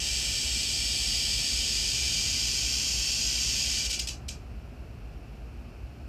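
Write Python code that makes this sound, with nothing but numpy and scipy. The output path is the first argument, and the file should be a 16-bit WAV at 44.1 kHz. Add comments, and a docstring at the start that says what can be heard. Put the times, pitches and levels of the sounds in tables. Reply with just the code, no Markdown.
"""Cicada failing on a balcony

Heard from just inside the open door: a cicada lying on concrete buzzes harshly, stutters and stops.
Its two tymbals buckle in turn, rib by rib, as trains of clicks coloured by resonances and smeared
by balcony reflections. In the distance, shaped noise gives a low town rumble and roar and a faint
chorus of far cicadas. The microphone is hand-held and the sound is mono, alike in both channels.
"""
import sys
import numpy as np
from scipy import signal
from scipy.fft import rfft
from scipy.io import wavfile
from scipy.ndimage import uniform_filter1d

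SR = 44100
rng = np.random.default_rng(int(sys.argv[2]) if len(sys.argv) > 2 else 0)


def transcribe(signal):
    """Save signal, clipped to [-1, 1], as a 16-bit WAV file at the path in sys.argv[1]."""
    frames = np.atleast_2d(signal).T
    limited = np.clip(frames, -1, 1)
    pcm = np.round(limited * 32767).astype(np.int16)
    wavfile.write(sys.argv[1], SR, pcm)


N = 268128
T = np.arange(N) / SR  # time [s]

# Deep town rumble, relative spectrum: (frequency [Hz], level [dB])
RUMBLE_SPECTRUM = [(20, -40), (33, -42), (40, -8.5), (46, -5), (52, -1.5), (60, 1.5), (70, -5), (86, -15),
                   (113, -11), (135, -19), (200, -57), (500, -100)]
# Low town roar, relative spectrum: (frequency [Hz], level [dB])
ROAR_SPECTRUM = [(30, -42), (90, -12.5), (150, 1), (190, -3.5), (235, 0.5), (280, -5), (400, -8),
                 (530, -12), (720, -10.5), (950, -19), (1400, -18), (2000, -26.5), (4000, -36),
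                 (14000, -58)]
# Far cicadas, relative spectrum: (frequency [Hz], level [dB])
CHORUS_SPECTRUM = [(1180, -49), (2000, -7), (2070, -7), (2350, 1), (2660, 3), (3450, -13), (3770, -14),
                   (4300, -8), (5530, -9), (6300, -16), (7600, -16), (8310, -20), (14000, -20)]
# Broad colour of a rib click, relative spectrum: (frequency [Hz], level [dB])
CLICK_SPECTRUM = [(500, -43), (1200, -25), (2170, -17.5), (2370, -6), (3300, -3), (3480, -10), (4300, -5),
                  (5200, -2), (6200, -5), (7000, -8), (7900, -5.5), (9800, -20), (13000, -24.5),
                  (14300, -24.5)]
# Sharp resonances of the corner where the insect lies: (frequency [Hz], width [Hz], lift [dB])
CORNER_RESONANCES = [(1500, 85, 8.5), (1773, 66, 7), (1943, 70, 6), (2041, 48, 10.5), (2346, 58, 9),
                     (2490, 39, 4.5), (2667, 39, 4.5), (2880, 34, 5), (2949, 49, 7), (3094, 22, 6.5),
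                     (3174, 33, 7.5), (3694, 54, 8), (3980, 80, 3), (4420, 52, 2), (4537, 100, 5.5),
                     (4807, 77, 4.5), (4890, 75, 7), (4960, 67, 1), (5400, 145, 4.5), (5920, 44, 2.5),
                     (5990, 114, 4.5), (6567, 143, 6.5), (7504, 77, 8), (7655, 136, 8.5)]
# Shift of colour with the abdomen fully stretched: (frequency [Hz], width [Hz], lift [dB])
ABDOMEN_RESONANCES = [(2340, 200, 2), (3564, 200, 4.5), (4564, 69, 7), (4950, 220, 5), (5300, 230, 2.5),
                      (6700, 166, 11.5), (7660, 220, -7.5)]
# Decay time of the balcony's tail, by 60 dB: (frequency [Hz], decay time [s])
BALCONY_DECAY = [(1500, 0.22), (5000, 0.2), (12000, 0.18)]
# Short rasps as the buzz breaks up: (time [s], length [s], level [dB], growth over the run [dB])
RASP_RUNS = [(3.848, 0.02, -28, 2), (3.896, .021, -27.5, 7), (3.928, .02, -28, -2), (3.951, .009, -35, -4),
             (3.990, .011, -25, 7), (4.072, .007, -28.5, -1), (4.084, .0085, -29, 4),
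             (4.283, .0081, -30.5, 12)]

RUMBLE_DB, ROAR_DB, CHORUS_DB = -39, -47.7, -62
SINK_AT_S, SINK_S, SINK_DB = 3.8, 1.0, -2.6  # rumble and roar sink as the buzz breaks up
SLACK, HELD = .15, .86  # stretch of the abdomen (0-1) at rest and in full song
STRETCH_AT_S, STRETCH_S = 0.53, 0.61  # it stretches once, early in the buzz
RELAX_AT_S, RELAX_S = 3.78, .35  # and relaxes as the song ends
SLACK_DB, STRETCHED_DB = -30, -28.1  # effort of the buzz at stretch 0 and 1
FALTER_AT_S, FALTER_DB = 3.81, -2.5  # the effort flags just before the break
STOP_S = 3.848  # the long buzz breaks up here
PACE_HZ, TIRING_HZ_PER_S = 71.48, 1.2  # contractions of each tymbal muscle, slowing as it tires
WAVER_HZ, WAVER_S = 2.1, .2  # spread of the wandering pace, and time between its new values
RIB_GAP_S = .00113  # mean time between two ribs of one run
EDGE_HZ = 14250  # the recorder's upper band limit


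def amp(db):
    """Decibels to gain."""
    return 10 ** (np.asarray(db) / 20)


def unit(x):
    """Scales to rms 1."""
    return x / np.sqrt(np.mean(x ** 2) + 1e-20)


def read(points, hz):
    """Reads a table between its points on a log-frequency axis."""
    f, value = np.transpose(points)
    return np.interp(np.log(hz + 1), np.log(f + 1), value)


def ramp(start_s, length_s):
    """Rises evenly from 0 to 1, then holds."""
    return np.clip((T - start_s) / length_s, 0, 1)


def wander(step_s, size=256):
    """Slow chance: draws of spread 1, one every step, joined by straight lines."""
    return np.interp(T / step_s, np.arange(size), rng.standard_normal(size))


def minimum_phase(log_gain):
    """Causal response with the given log gain: its phase follows from the gain."""
    return np.exp(np.conj(signal.hilbert(log_gain)))


def noise(points):
    """Random noise with the given spectrum, rms 1."""
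    gain = amp(read(points, np.fft.rfftfreq(N, 1 / SR)))
    return unit(np.fft.irfft(rfft(rng.standard_normal(N)) * gain, N))


def background(steady_s=0.31):
    """Deep rumble and low roar hold, then sink a little; far cicadas merge into an even hiss."""
    deep = noise(RUMBLE_SPECTRUM)
    # even out the swells of the rumble
    deep /= np.sqrt(uniform_filter1d(deep ** 2, int(steady_s * SR)))
    town = amp(RUMBLE_DB) * deep + amp(ROAR_DB) * noise(ROAR_SPECTRUM)
    town *= amp(SINK_DB * ramp(SINK_AT_S, SINK_S))
    return town + amp(CHORUS_DB) * noise(CHORUS_SPECTRUM)


def abdomen():
    """Stretch 0-1: the abdomen extends, holds through the song, and relaxes."""
    extension = ramp(STRETCH_AT_S, STRETCH_S) - ramp(RELAX_AT_S, RELAX_S)
    return SLACK + (HELD - SLACK) * extension


def place(times, sizes):
    """A train of single-sample clicks."""
    at = np.round(times * SR).astype(int)
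    inside = (at >= 0) & (at < N)
    return np.bincount(at[inside], sizes[inside], N)


def lifts(peaks, hz):
    """Bell-shaped resonances, in dB; each width is taken at half the lift."""
    return sum(lift * np.exp(-np.log(2) * (2 * (hz - f) / width) ** 2) for f, width, lift in peaks)


def colour(x, peaks, size=8192):
    """Causal filter of unit energy: the click's broad colour with resonances on top."""
    hz = abs(np.fft.fftfreq(size, 1 / SR))
    log_gain = np.log(amp(read(CLICK_SPECTRUM, hz) + lifts(peaks, hz)))
    taps = np.fft.ifft(minimum_phase(log_gain)).real[:size // 2]
    return signal.oaconvolve(x, taps / np.linalg.norm(taps))[:N]


def radiate(clicks, stretch, slack_peaks):
    """Blends the colour of the slack insect with the full ring of its stretched abdomen."""
    stretch = np.clip(stretch, 0, 1)
    slack = colour(clicks * (1 - stretch), slack_peaks)
    stretched = colour(clicks * stretch, CORNER_RESONANCES + ABDOMEN_RESONANCES)
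    return slack + stretched


def buzz(slip_s=.00022, rib_slip_s=.00016, lag=.48, weaker_db=-1.6, rib_fade_db=-1.0,
         uneven_db=1.06, count=6):
    """Two tymbals pull in turn; each pull snaps a quick, uneven run of ribs. Stretching makes it louder."""
    stretch = abdomen()
    effort_db = SLACK_DB + (STRETCHED_DB - SLACK_DB) * stretch
    effort_db += FALTER_DB * (T > FALTER_AT_S)
    pace = PACE_HZ - TIRING_HZ_PER_S * T + WAVER_HZ * wander(WAVER_S)
    turns = np.cumsum(pace) / SR
    rib = np.arange(count)
    clicks = np.zeros(N)
    # the second tymbal lags by nearly half a turn and is weaker
    for offset, side_db in ((0, 0), (lag, weaker_db)):
        pulls = np.interp(np.arange(int(turns[-1])) + offset, turns, T)[:, None]
        slips, sizes = rng.standard_normal((2, len(pulls), count))
        starts = pulls + slip_s * rng.standard_normal(pulls.shape)
        times = starts + np.cumsum(RIB_GAP_S + rib_slip_s * slips, 1)
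        gains = amp(side_db + rib_fade_db * rib + uneven_db * sizes)
        clicks += place(times.ravel(), gains.ravel())
    song = unit(clicks) * amp(effort_db) * (T < STOP_S)
    return radiate(song, stretch, CORNER_RESONANCES)


def reflections(early_db=1.8, early_s=0.0025, build_s=0.0016, even_hz=45, size=16384):
    """A tight cluster of paths round the door frame, then the tail off floor and walls."""
    near, far = rng.standard_normal((2, size))
    hz, t, z = signal.stft(far, SR, nperseg=256)
    decay = amp(-60 * t / read(BALCONY_DECAY, hz)[:, None])
    tail = signal.istft(z * decay, SR, nperseg=256)[1][:size]
    tail = unit(tail * (1 - np.exp(-T[:size] / build_s)))
    early = unit(near * np.exp(-T[:size] / early_s))
    paths = np.fft.fft(tail + amp(early_db) * early)
    # the many paths carry equal power in every band
    power = uniform_filter1d(abs(paths) ** 2, int(even_hz * size / SR) | 1, mode="wrap")
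    return np.fft.ifft(paths * minimum_phase(-np.log(power) / 2)).real


def balcony(x, count=4):
    """Fades between sets of reflections: the paths change slowly as the hand-held microphone drifts."""
    position = (count - 1) * T / T[-1]
    wet = np.zeros(N)
    for k in range(count):
        share = np.cos(np.pi / 2 * np.clip(position - k, -1, 1))
        wet += signal.oaconvolve(x * share, reflections())[:N]
    return wet


def rasps(rib_slip_s=.00018, uneven_db=1.0, size=40):
    """The last twitches: each a single run of rib clicks, ringing less as the abdomen relaxes."""
    clicks = np.zeros(N)
    for start, length, db, growth_db in RASP_RUNS:
        slips, sizes = rng.standard_normal((2, size))
        after = RIB_GAP_S * np.arange(size) + rib_slip_s * slips
        gains = amp(uneven_db * sizes + growth_db * after / length) * (after < length)
        # the level is the rms over the length of the run
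        gains *= np.sqrt(length * SR) / np.linalg.norm(gains)
        clicks += place(start + after, amp(db) * gains)
    return radiate(clicks, abdomen(), [])


def scene(cicada_db=0):
    """The cicada on its balcony over the background, alike in both channels."""
    cicada = balcony(buzz() + rasps())
    mono = amp(cicada_db) * cicada + background()
    return np.array([mono, mono])


def record(dry):
    """The recorder's steep band limit."""
    taps = signal.firwin(1023, EDGE_HZ, window=("kaiser", 10), fs=SR)
    return signal.oaconvolve(dry, taps[None], "same", axes=1)


dry = scene()
out = record(dry)
transcribe(out)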